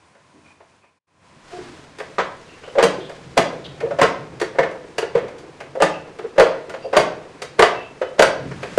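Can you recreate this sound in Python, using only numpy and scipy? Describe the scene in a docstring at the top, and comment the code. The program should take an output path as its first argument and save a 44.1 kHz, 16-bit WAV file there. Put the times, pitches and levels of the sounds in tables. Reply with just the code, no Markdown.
"""Faint squeaks and taps over still cellar air come first, cut by a brief dip to near silence. Then a worker
turns glass bottles, two at a time, in sloping wooden racks. Each bottle is gripped, squeaks or knocks in
its hole, and drops back in a quick cluster of impacts that excite damped modes: a hollow knock, a wooden
clack, a glassy crack. Some ring on briefly. His coat rustles; the stone vault rings and booms."""
import sys
import numpy as np
from scipy import signal
from scipy.fft import rfft, irfft, next_fast_len
from scipy.io import wavfile
from scipy.ndimage import uniform_filter1d

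SR = 44100
rng = np.random.default_rng(int(sys.argv[2]) if len(sys.argv) > 2 else 0)


def dump_mix(stems):
    """Bounce the given channels to the path in sys.argv[1] as a 16-bit WAV at rate SR."""
    frames = np.atleast_2d(stems).T  # one column per channel
    limited = np.clip(frames, -1, 1)  # hard clip at full scale
    pcm = np.round(limited * 32767).astype(np.int16)
    wavfile.write(sys.argv[1], SR, pcm)


N = 387198

# Levels in the tables are relative.
# A turned bottle drops home, touching the rim first and rebounding once: (time [s], knock level [dB],
# knock pitch [Hz], clack level [dB], clack pitch [Hz], crack level [dB], touch lead [s], touch level [dB],
# rebound delay [s], rebound knock change [dB], rebound clack and crack change [dB], thump level [dB])
BOTTLE_DROPS = [(2.182, -22, 470, -14, 1180, -52, .005, -38, 0.014, -7, -1.5, -30),
                (2.826, -3.5, 529, -13.5, 880, -20, 0.042, -1, .010, 3, 0.5, -14.5),
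                (3.375, -3, 653, -9.5, 1155, -17, .006, -2.5, 0.08, -12, -27, -14),
                (4.014, -4, 493, -6.5, 960, -21.5, 0.027, -3, .015, -3.5, -4.5, -17),
                (4.585, -1, 531, -13.5, 1900, -38, 0.04, -21.5, .044, -8.5, -7, -26),
                (5.151, -1.5, 479, -21.5, 890, -42.5, 0.0052, -19, 0.024, -22, -3.5, -35),
                (5.820, -5.5, 614, -9.5, 1100, -20, 0.019, -5, 0.0097, 0, -13.5, -19),
                (6.396, 1, 537, -6.5, 1250, -21, 0.015, 3.5, .022, -4.5, -13, -26),
                (6.966, 1, 616, -7.5, 990, -17, .037, -4, .030, -15, -13, -20),
                (7.592, -4, 471, -5.5, 1040, -20.5, 0.008, -9.5, .030, -23, 1, -27),
                (8.193, 3, 620, -7, 985, -17, 0.01, -9.5, 0.029, 0, 1, -26.5),
                (8.775, 0, 488, -16.5, 1014, -28, 0.0036, -28, .030, -6, -6, -19)]
# Fingers nudge a bottle against its hole:
# (time [s], knock level [dB], knock pitch [Hz], clack level [dB], clack pitch [Hz], crack level [dB])
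BOTTLE_NUDGES = [(0.147, -42, 554, -46.5, 1700, -69), (0.599, -44, 665, -43.5, 920, -69),
                 (0.834, -50, 494, -43.5, 1070, -69), (1.527, -22, 367, -52, 1050, -54),
                 (1.583, -20.5, 364, -41, 1720, -55), (1.984, -45, 500, -33, 1870, -38),
                 (1.999, -21.5, 517, -27, 1920, -42), (2.632, -32, 500, -37, 2190, -59),
                 (2.674, -21.5, 504, -39.5, 1340, -60), (2.752, -11, 546, -30, 980, -57),
                 (2.773, 2, 530, -38, 1120, -54), (2.981, -15, 379, -44, 902, -51),
                 (3.093, -23, 557, -34, 1900, -42), (3.524, -16, 504, -38, 1080, -48),
                 (3.802, -19.5, 585, -28.5, 2200, -41), (3.826, -6.5, 454, -49, 1164, -63),
                 (3.857, -15, 548, -35, 1140, -66), (3.906, -10, 565, -28, 1090, -57),
                 (4.398, -25, 474, -30, 1900, -32.5), (4.413, -6.5, 437, -19.5, 1810, -28.5),
                 (4.709, -17, 495, -38, 1030, -45), (4.981, -16.5, 453, -19.5, 1080, -23.5),
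                 (5.023, -11, 457, -25, 930, -60), (5.28, -45, 463, -36, 1990, -46),
                 (5.381, -36, 363, -49, 1920, -40), (5.602, -25.5, 574, -31, 2340, -42),
                 (5.751, -7.5, 519, -36.5, 950, -47), (6.186, -19, 430, -30, 1270, -46),
                 (6.239, -14, 457, -39, 1090, -61), (6.359, -19, 495, -37, 1220, -54),
                 (6.694, -39, 463, -29, 1630, -38), (6.738, -19.5, 532, -28, 1030, -47),
                 (6.84, -12, 529, -50, 1080, -66), (7.418, -16.5, 511, -28.5, 2070, -28),
                 (8.014, -8, 515, -22.5, 1210, -51), (8.511, -35, 410, -30, 1520, -50),
                 (8.629, -19, 516, -25.5, 2480, -39)]
# Glass squeaks or groans on wood, or a bottle rings on briefly:
# (time [s], duration [s], pitch [Hz], half bandwidth [Hz], level [dB])
SQUEAKS_AND_RINGS = [(0.321, 0.097, 272, 100, -50), (0.439, 0.093, 2420, 70, -55),
                     (0.81, 0.1, 2440, 110, -56), (1.507, 0.095, 708, 20, -40.5),
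                     (1.595, 0.22, 306, 66, -45.5), (2.47, 0.1, 2700, 83, -53.5),
                     (2.618, 0.11, 2940, 180, -51), (2.988, 0.1, 3400, 280, -46.5),
                     (3.639, 0.036, 3460, 540, -38), (5.934, 0.039, 2680, 120, -39),
                     (5.961, 0.12, 2670, 32, -54.5), (6.803, 0.068, 4720, 21, -54),
                     (6.816, 0.052, 2730, 60, -50), (7.721, 0.17, 2662, 49, -41),
                     (8.008, 0.096, 3000, 27, -49)]
# Normal modes: (frequency [Hz], level [dB], decay time T60 [s])
LOADED_RACK_MODES = [(172.7, -15.5, 0.21), (412, 5.5, 0.13), (550, -14, 0.29), (590, 16.5, 0.014),
                     (746, -25, 0.17), (960, -11, 0.12), (1260, -23, 0.24), (1441, 2.5, 0.085),
                     (1580, 9, 0.046), (1940, 6, 0.026), (1997, 3.5, 0.13)]
FULL_BOTTLE_MODES = [(2740, -1, 0.11), (3620, -40, 0.057), (4590, -4, 0.063), (4695, 20.5, 0.049),
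                     (6030, -1, 0.1), (6970, 0, 0.044), (6740, -17, 0.25)]
RACK_FLEXING_MODES = [(172.6, -3.5, 0.15), (313, 0.5, 0.12)]
# Spectra of the impacts and the background noises: (frequency [Hz], spectral density level [dB])
WOOD_SPECTRUM = [(60, -43.5), (170, -13.5), (260, -14.5), (400, 4), (700, 2), (1100, -2.5), (1800, -4),
                 (2600, -13), (4000, -20.5), (8000, -33.5), (13000, -79)]
GLASS_SPECTRUM = [(900, -2.5), (2200, 4), (3300, 2.5), (4800, -2), (6500, -2.5), (8200, -7), (9700, -7.5),
                  (10800, -24.5), (13000, -24)]
RUMBLE_SPECTRUM = [(25, -46), (50, -17), (85, 1), (105, -9), (135, 7.5), (175, 2), (230, -5.5), (320, -2.5),
                   (600, -40.5), (5000, -88)]
GRINDING_SPECTRUM = [(150, -15), (270, -2), (360, 1.5), (440, 4), (560, -3.5), (700, -5.5), (1100, -12.5),
                     (2500, -19.5), (12000, -69)]
COAT_SPECTRUM = [(300, 4.5), (700, 4.5), (1800, 2.5), (3000, -3), (5000, -6), (7500, -11.5), (9800, -17),
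                 (11000, -31), (14000, -42)]
AIR_SPECTRUM = [(50, -27), (90, 7.5), (120, -1.5), (400, -3), (900, -3.5), (1020, 4.5), (1150, -5.5),
                (2250, -9.5), (2520, -8), (2850, -13.5), (6500, -18), (10000, -22.5), (12000, -57)]
# Rumble of the rack between drops: (time [s], level [dB])
RUMBLE_ENVELOPE = [(0, -67), (.9, -67), (1.6, -49), (2.25, -48.5), (2.6, -55.5), (3.7, -38.5), (4.3, -41.5),
                   (4.9, -50.5), (6.2, -51), (7.5, -50), (8.1, -51), (8.5, -32.5), (8.78, -40)]
# Coat rustle as the worker steps up, then keeps moving his arms: (time [s], level [dB])
COAT_ENVELOPE = [(0, -72), (1.2, -62.5), (1.42, -50), (1.53, -38.5), (1.8, -42.5), (1.92, -48),
                 (2.06, -43.5), (2.35, -45.5), (2.7, -42.5), (5.5, -49), (6.7, -47.5), (7.4, -47.5),
                 (8.3, -47), (8.78, -35.5)]
# Reverberation time of the vault: (frequency [Hz], decay time T60 [s])
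VAULT_DECAY = [(100, 1.76), (260, 0.5), (550, 0.47), (1000, 0.47), (2000, 0.4), (5000, 0.42), (10000, 0.14)]
# Reverberant field of the vault: (frequency [Hz], level [dB])
VAULT_GAIN = [(100, -2.5), (260, -4), (550, -5), (1000, -5), (2000, -4), (5000, -4.5), (10000, -4.5)]

TOUCH_WOOD_DB, TOUCH_GLASS_DB, TOUCH_HZ = -20.5, -34, 541.5   # dull first touch: levels re its knock
REBOUND_PITCH_RATIO = .88   # the seated bottle knocks lower
HARD_RISE_S, SOFTENING_POWER = 0.00064, 0.46   # onset of a 0 dB blow; weaker blows build more slowly
STRETCH_POWER = 0.16   # a light knock is half a rub, so it lasts longer


def bottles():
    """Impact excitation: each contact sets the hollow seat, the wooden board and the glass vibrating."""
    t = np.arange(SR // 6) / SR
    tones, clacks, cracks = np.zeros((3, N))
    for s, knock_db, knock_hz, wood_db, wood_hz, glass_db in contacts():
        onset = 1 - np.exp(-t / (HARD_RISE_S * amp(-SOFTENING_POWER * wood_db)))
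        wood = onset * amp(wood_db + 28.5)   # the offsets turn a level into the energy of one blow
        glass = onset * amp(glass_db + 29.5)
        stretch = amp(-STRETCH_POWER * wood_db)
        hollow = knock(t, knock_hz, t60=0.055 * stretch, rise_s=0.0025 * stretch, rattle_db=-2)
        add(tones, s, onset * amp(knock_db + 3) / np.sqrt(stretch) * hollow)
        # the place struck favours one pitch
        add(tones, s, wood * amp(-7.5) * clatter(t, wood_hz, t60=0.071, width=0.17))
        add(tones, s, wood * amp(-9) * ringing(t, LOADED_RACK_MODES, detune=0.0052))
        add(tones, s, glass * amp(-10) * ringing(t, FULL_BOTTLE_MODES, detune=0.021))
        # wood gives a slow crash, glass a hard short one
        add(clacks, s, wood * impact(t, rise_s=.018, crash_t60=.06, chatter_db=-12, snap_db=-12))
        add(cracks, s, glass * impact(t, rise_s=.008, crash_t60=.03, chatter_db=-17, snap_db=-5))
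    return tones + colour_same_power(clacks, WOOD_SPECTRUM) + colour_same_power(cracks, GLASS_SPECTRUM)


def contacts():
    """Collision and rebound: a nudge is one contact; a drop is a touch, a blow and a bounce."""
    rows = list(BOTTLE_NUDGES)
    for drop in BOTTLE_DROPS:
        s, knock_db, knock_hz, wood_db, wood_hz, glass_db = drop[:6]
        lead_s, touch_db, delay_s, knock_change_db, clack_change_db = drop[6:11]
        touch = (s - lead_s, touch_db, TOUCH_HZ,
                 touch_db + TOUCH_WOOD_DB, wood_hz, touch_db + TOUCH_GLASS_DB)
        blow = (s, knock_db, knock_hz, wood_db, wood_hz, glass_db)
        rebound = (s + delay_s, knock_db + knock_change_db, knock_hz * REBOUND_PITCH_RATIO,
                   wood_db + clack_change_db, wood_hz, glass_db + clack_change_db)
        rows += [touch, blow, rebound]
    return rows


def knock(t, hz, t60, rise_s, rattle_db):
    """Damped oscillation: the bottle's mass bounces on the board; neighbours rattle near its pitch."""
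    bounce = np.sin(2 * np.pi * hz * t) * decay(t, t60) * (1 - np.exp(-t / rise_s))
    rattle = clatter(t, hz, t60=.14, width=.24)
    return bounce + amp(rattle_db) * np.linalg.norm(bounce) * rattle


def clatter(t, hz, t60, width):
    """Modal overlap: close resonances around one pitch merge into a decaying band of noise."""
    burst = rng.standard_normal(len(t)) * decay(t, t60)
    return unit_energy(band(burst, hz / (1 + width), hz * (1 + width)))


def ringing(t, modes, detune):
    """Modal superposition: each bottle and seat is tuned differently; each blow excites modes unevenly."""
    hz, db, t60 = np.transpose(modes)
    level_scatter, pitch_scatter, polarity = rng.standard_normal((3, len(hz)))
    strength = amp(db + 3 * level_scatter) * np.sign(polarity)
    tuned_hz = hz * (1 + detune * pitch_scatter)
    waves = np.sin(2 * np.pi * tuned_hz[:, None] * t) * decay(t, t60[:, None])
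    return unit_energy(strength @ waves)


def impact(t, rise_s, crash_t60, chatter_db, snap_db):
    """Broadband transient: a snap, a crash of tiny collisions, then weaker chatter through the rack."""
    snap = amp(snap_db) * decay(t, t60=.006)
    chatter = amp(chatter_db) * decay(t, t60=.2)
    crash = (1 - decay(t, rise_s)) * (decay(t, crash_t60) + chatter)
    return unit_energy(rng.standard_normal(len(t)) * (crash + snap))


def slides(re_touch_db):
    """Sliding friction: glass scrapes on wood from the first touch until the bottle lands."""
    pressure = np.zeros(N)
    for s, _, _, _, _, _, lead_s, touch_db, *_ in BOTTLE_DROPS:
        size = max(int(lead_s * SR), 1)
        add(pressure, s - lead_s, np.full(size, amp(touch_db + re_touch_db)))
    return uniform_filter1d(pressure, size=256) * noise(WOOD_SPECTRUM, flutter_db=4, flutter_hz=260)


def thumps():
    """Free vibration: the whole rack gives under each landing bottle and sounds its lowest modes."""
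    t, out = np.arange(SR // 3) / SR, np.zeros(N)
    for s, *_, thump_db in BOTTLE_DROPS:
        for hz, db, t60 in RACK_FLEXING_MODES:
            mode = clatter(t, hz, t60, width=.16)
            add(out, s, amp(thump_db + db) * mode / np.abs(mode).max())
    return out


def squeaks_and_rings(rasp_db, rasp_width):
    """Resonance: a narrow band sings inside a broader rasp as glass rubs on wood or a bottle rings on."""
    out = np.zeros(N)
    for s, duration_s, hz, half_width_hz, db in SQUEAKS_AND_RINGS:
        size = int(duration_s * SR)
        drive = rng.standard_normal(SR // 3)
        tone = unit_energy(band(drive, hz - half_width_hz, hz + half_width_hz)[-size:])
        rasp = unit_energy(band(drive, hz / (1 + rasp_width), hz * (1 + rasp_width))[-size:])
        note = (tone + amp(rasp_db) * rasp) * signal.windows.tukey(size)
        add(out, s, amp(db) * np.sqrt(size) * unit_energy(note))
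    return out


def vault(x, build_s):
    """Reverberation: reflections from stone form a dense tail that lasts longest in the bass."""
    t = np.arange(3 * SR // 2) / SR
    edges_hz = np.geomspace(50, 14000, num=15)
    build_up = 1 - np.exp(-t / build_s)
    response = 0
    for low, high in zip(edges_hz, edges_hz[1:]):
        hz = np.sqrt(low * high)
        tail = band(rng.standard_normal(len(t)), low, high) * decay(t, at_hz(VAULT_DECAY, hz)) * build_up
        band_share = 2 * (high - low) / SR
        response += amp(at_hz(VAULT_GAIN, hz)) * np.sqrt(band_share) * unit_energy(tail)
    return signal.fftconvolve(x, response)[:N]


def rack_rumble():
    """Structure-borne sound: the rack rumbles, and shudders after each drop; the two add in power."""
    shudder = amp(-31) * after_drops(rise_s=.004, t60=0.55)
    envelope = np.hypot(gain_curve(RUMBLE_ENVELOPE), shudder)
    return envelope * noise(RUMBLE_SPECTRUM, flutter_db=2.5, flutter_hz=42)


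def grinding(start_s, ramp_s):
    """Friction noise: handled bottles grind hollowly in their holes, and grind to rest after a drop."""
    handling = amp(-44) * np.clip((np.arange(N) / SR - start_s) / ramp_s, 0, 1)
    settling = amp(-25) * after_drops(rise_s=0.071, t60=0.88)
    return np.hypot(handling, settling) * noise(GRINDING_SPECTRUM, flutter_db=3.5, flutter_hz=45)


def coat_rustle():
    """Friction of cloth: broadband noise that follows the worker's movements."""
    return amp(-1.5) * gain_curve(COAT_ENVELOPE) * noise(COAT_SPECTRUM, flutter_db=1, flutter_hz=120)


def cellar_air():
    """Ambient noise: the air of the cellar sets a nearly steady floor."""
    return amp(-53.5) * noise(AIR_SPECTRUM, flutter_db=1.2, flutter_hz=12)


def level_dip(from_s, to_s, fall_s, rise_s):
    """Amplitude envelope: the whole sound sinks, is almost silent for a moment and returns."""
    t = np.arange(N) / SR
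    presence = np.maximum((from_s - t) / fall_s, (t - to_s) / rise_s)
    gate = uniform_filter1d((presence > 0) * 1.0, size=512)
    fade_db = -13.5 * (1 - np.clip(presence, 0, 1))
    return np.maximum(gate, amp(-30)) * amp(fade_db)


def after_drops(rise_s, t60):
    """Linear response: an envelope swells and decays after each drop, in proportion to its knock."""
    t, envelope = np.arange(2 * SR) / SR, np.zeros(N)
    for s, knock_db, *_ in BOTTLE_DROPS:
        add(envelope, s, amp(knock_db) * (1 - np.exp(-t / rise_s)) * decay(t, t60))
    return envelope


def noise(spectrum, flutter_db, flutter_hz):
    """Random amplitude modulation: coloured noise of rms 1 whose level flutters."""
    steps = np.arange(N) / SR * flutter_hz
    white = rng.standard_normal(N)
    flutter = np.interp(steps, np.arange(4096), rng.standard_normal(4096))
    return np.sqrt(N) * unit_energy(colour(white * amp(flutter_db * flutter), spectrum))


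def colour(x, spectrum):
    """Minimum-phase filtering: folding the cepstrum gives a causal filter with this spectrum."""
    size = 2 * next_fast_len(len(x))
    hz = np.arange(size // 2 + 1) * SR / size
    cepstrum = irfft(np.log(amp(at_hz(spectrum, hz))))
    cepstrum[1:size // 2] *= 2
    cepstrum[size // 2 + 1:] = 0
    return irfft(rfft(x, size) * np.exp(rfft(cepstrum)))[:len(x)]


def colour_same_power(x, spectrum):
    """Spectral shaping that conserves the power of a white signal."""
    gain = amp(at_hz(spectrum, np.linspace(0, SR / 2, num=4096)))
    return colour(x, spectrum) / np.sqrt(np.mean(gain ** 2))


def band(x, low_hz, high_hz):
    """Band-pass filtering with second-order skirts."""
    return signal.sosfilt(signal.butter(2, [low_hz, high_hz], "band", fs=SR, output="sos"), x)


def decay(t, t60):
    """Exponential damping: 60 dB in t60 seconds."""
    return np.exp(-np.log(1000) * t / t60)


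def amp(db):
    """Decibels to amplitude ratio."""
    return 10 ** (np.asarray(db) / 20)


def unit_energy(x):
    """Energy normalisation: the squares sum to one."""
    return x / np.sqrt(np.sum(x ** 2) + 1e-20)


def gain_curve(envelope):
    """Interpolation in decibels gives a gain for every sample."""
    s, db = np.transpose(envelope)
    return amp(np.interp(np.arange(N) / SR, s, db))


def at_hz(points, hz):
    """Interpolation on a log-frequency axis."""
    f, value = np.transpose(points)
    return np.interp(np.log(np.maximum(hz, 1)), np.log(f), value)


def add(track, s, sound):
    """Superposition: mix a sound into the track at time s."""
    i = int(np.clip(round(s * SR), 0, N))
    track[i:i + len(sound)] += sound[:N - i]


def scene():
    """Superposition of the bottles' direct sound, their reverberant field and the background."""
    direct = bottles() + slides(re_touch_db=-15.5) + thumps()
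    direct += squeaks_and_rings(rasp_db=-7, rasp_width=0.18)
    reverberant = vault(direct, build_s=0.0024)
    background = rack_rumble() + grinding(start_s=0.96, ramp_s=2.8) + cellar_air() + coat_rustle()
    dip = level_dip(from_s=.986, to_s=1.074, fall_s=0.27, rise_s=0.2)
    return (amp(-1.5) * dip * (direct + reverberant + background))[None]


def record(dry, asymmetry=0.075, cutoff_hz=13700):
    """Saturation: the loudest clacks overload, more in one polarity; a low-pass cuts the top."""
    clipped = dry / (1 + (dry / .95) ** 4) ** (1 / 4)
    bent = clipped - asymmetry * clipped ** 2
    return signal.sosfilt(signal.cheby1(10, .3, cutoff_hz, fs=SR, output="sos"), bent)


dry = scene()
out = record(dry)
dump_mix(out)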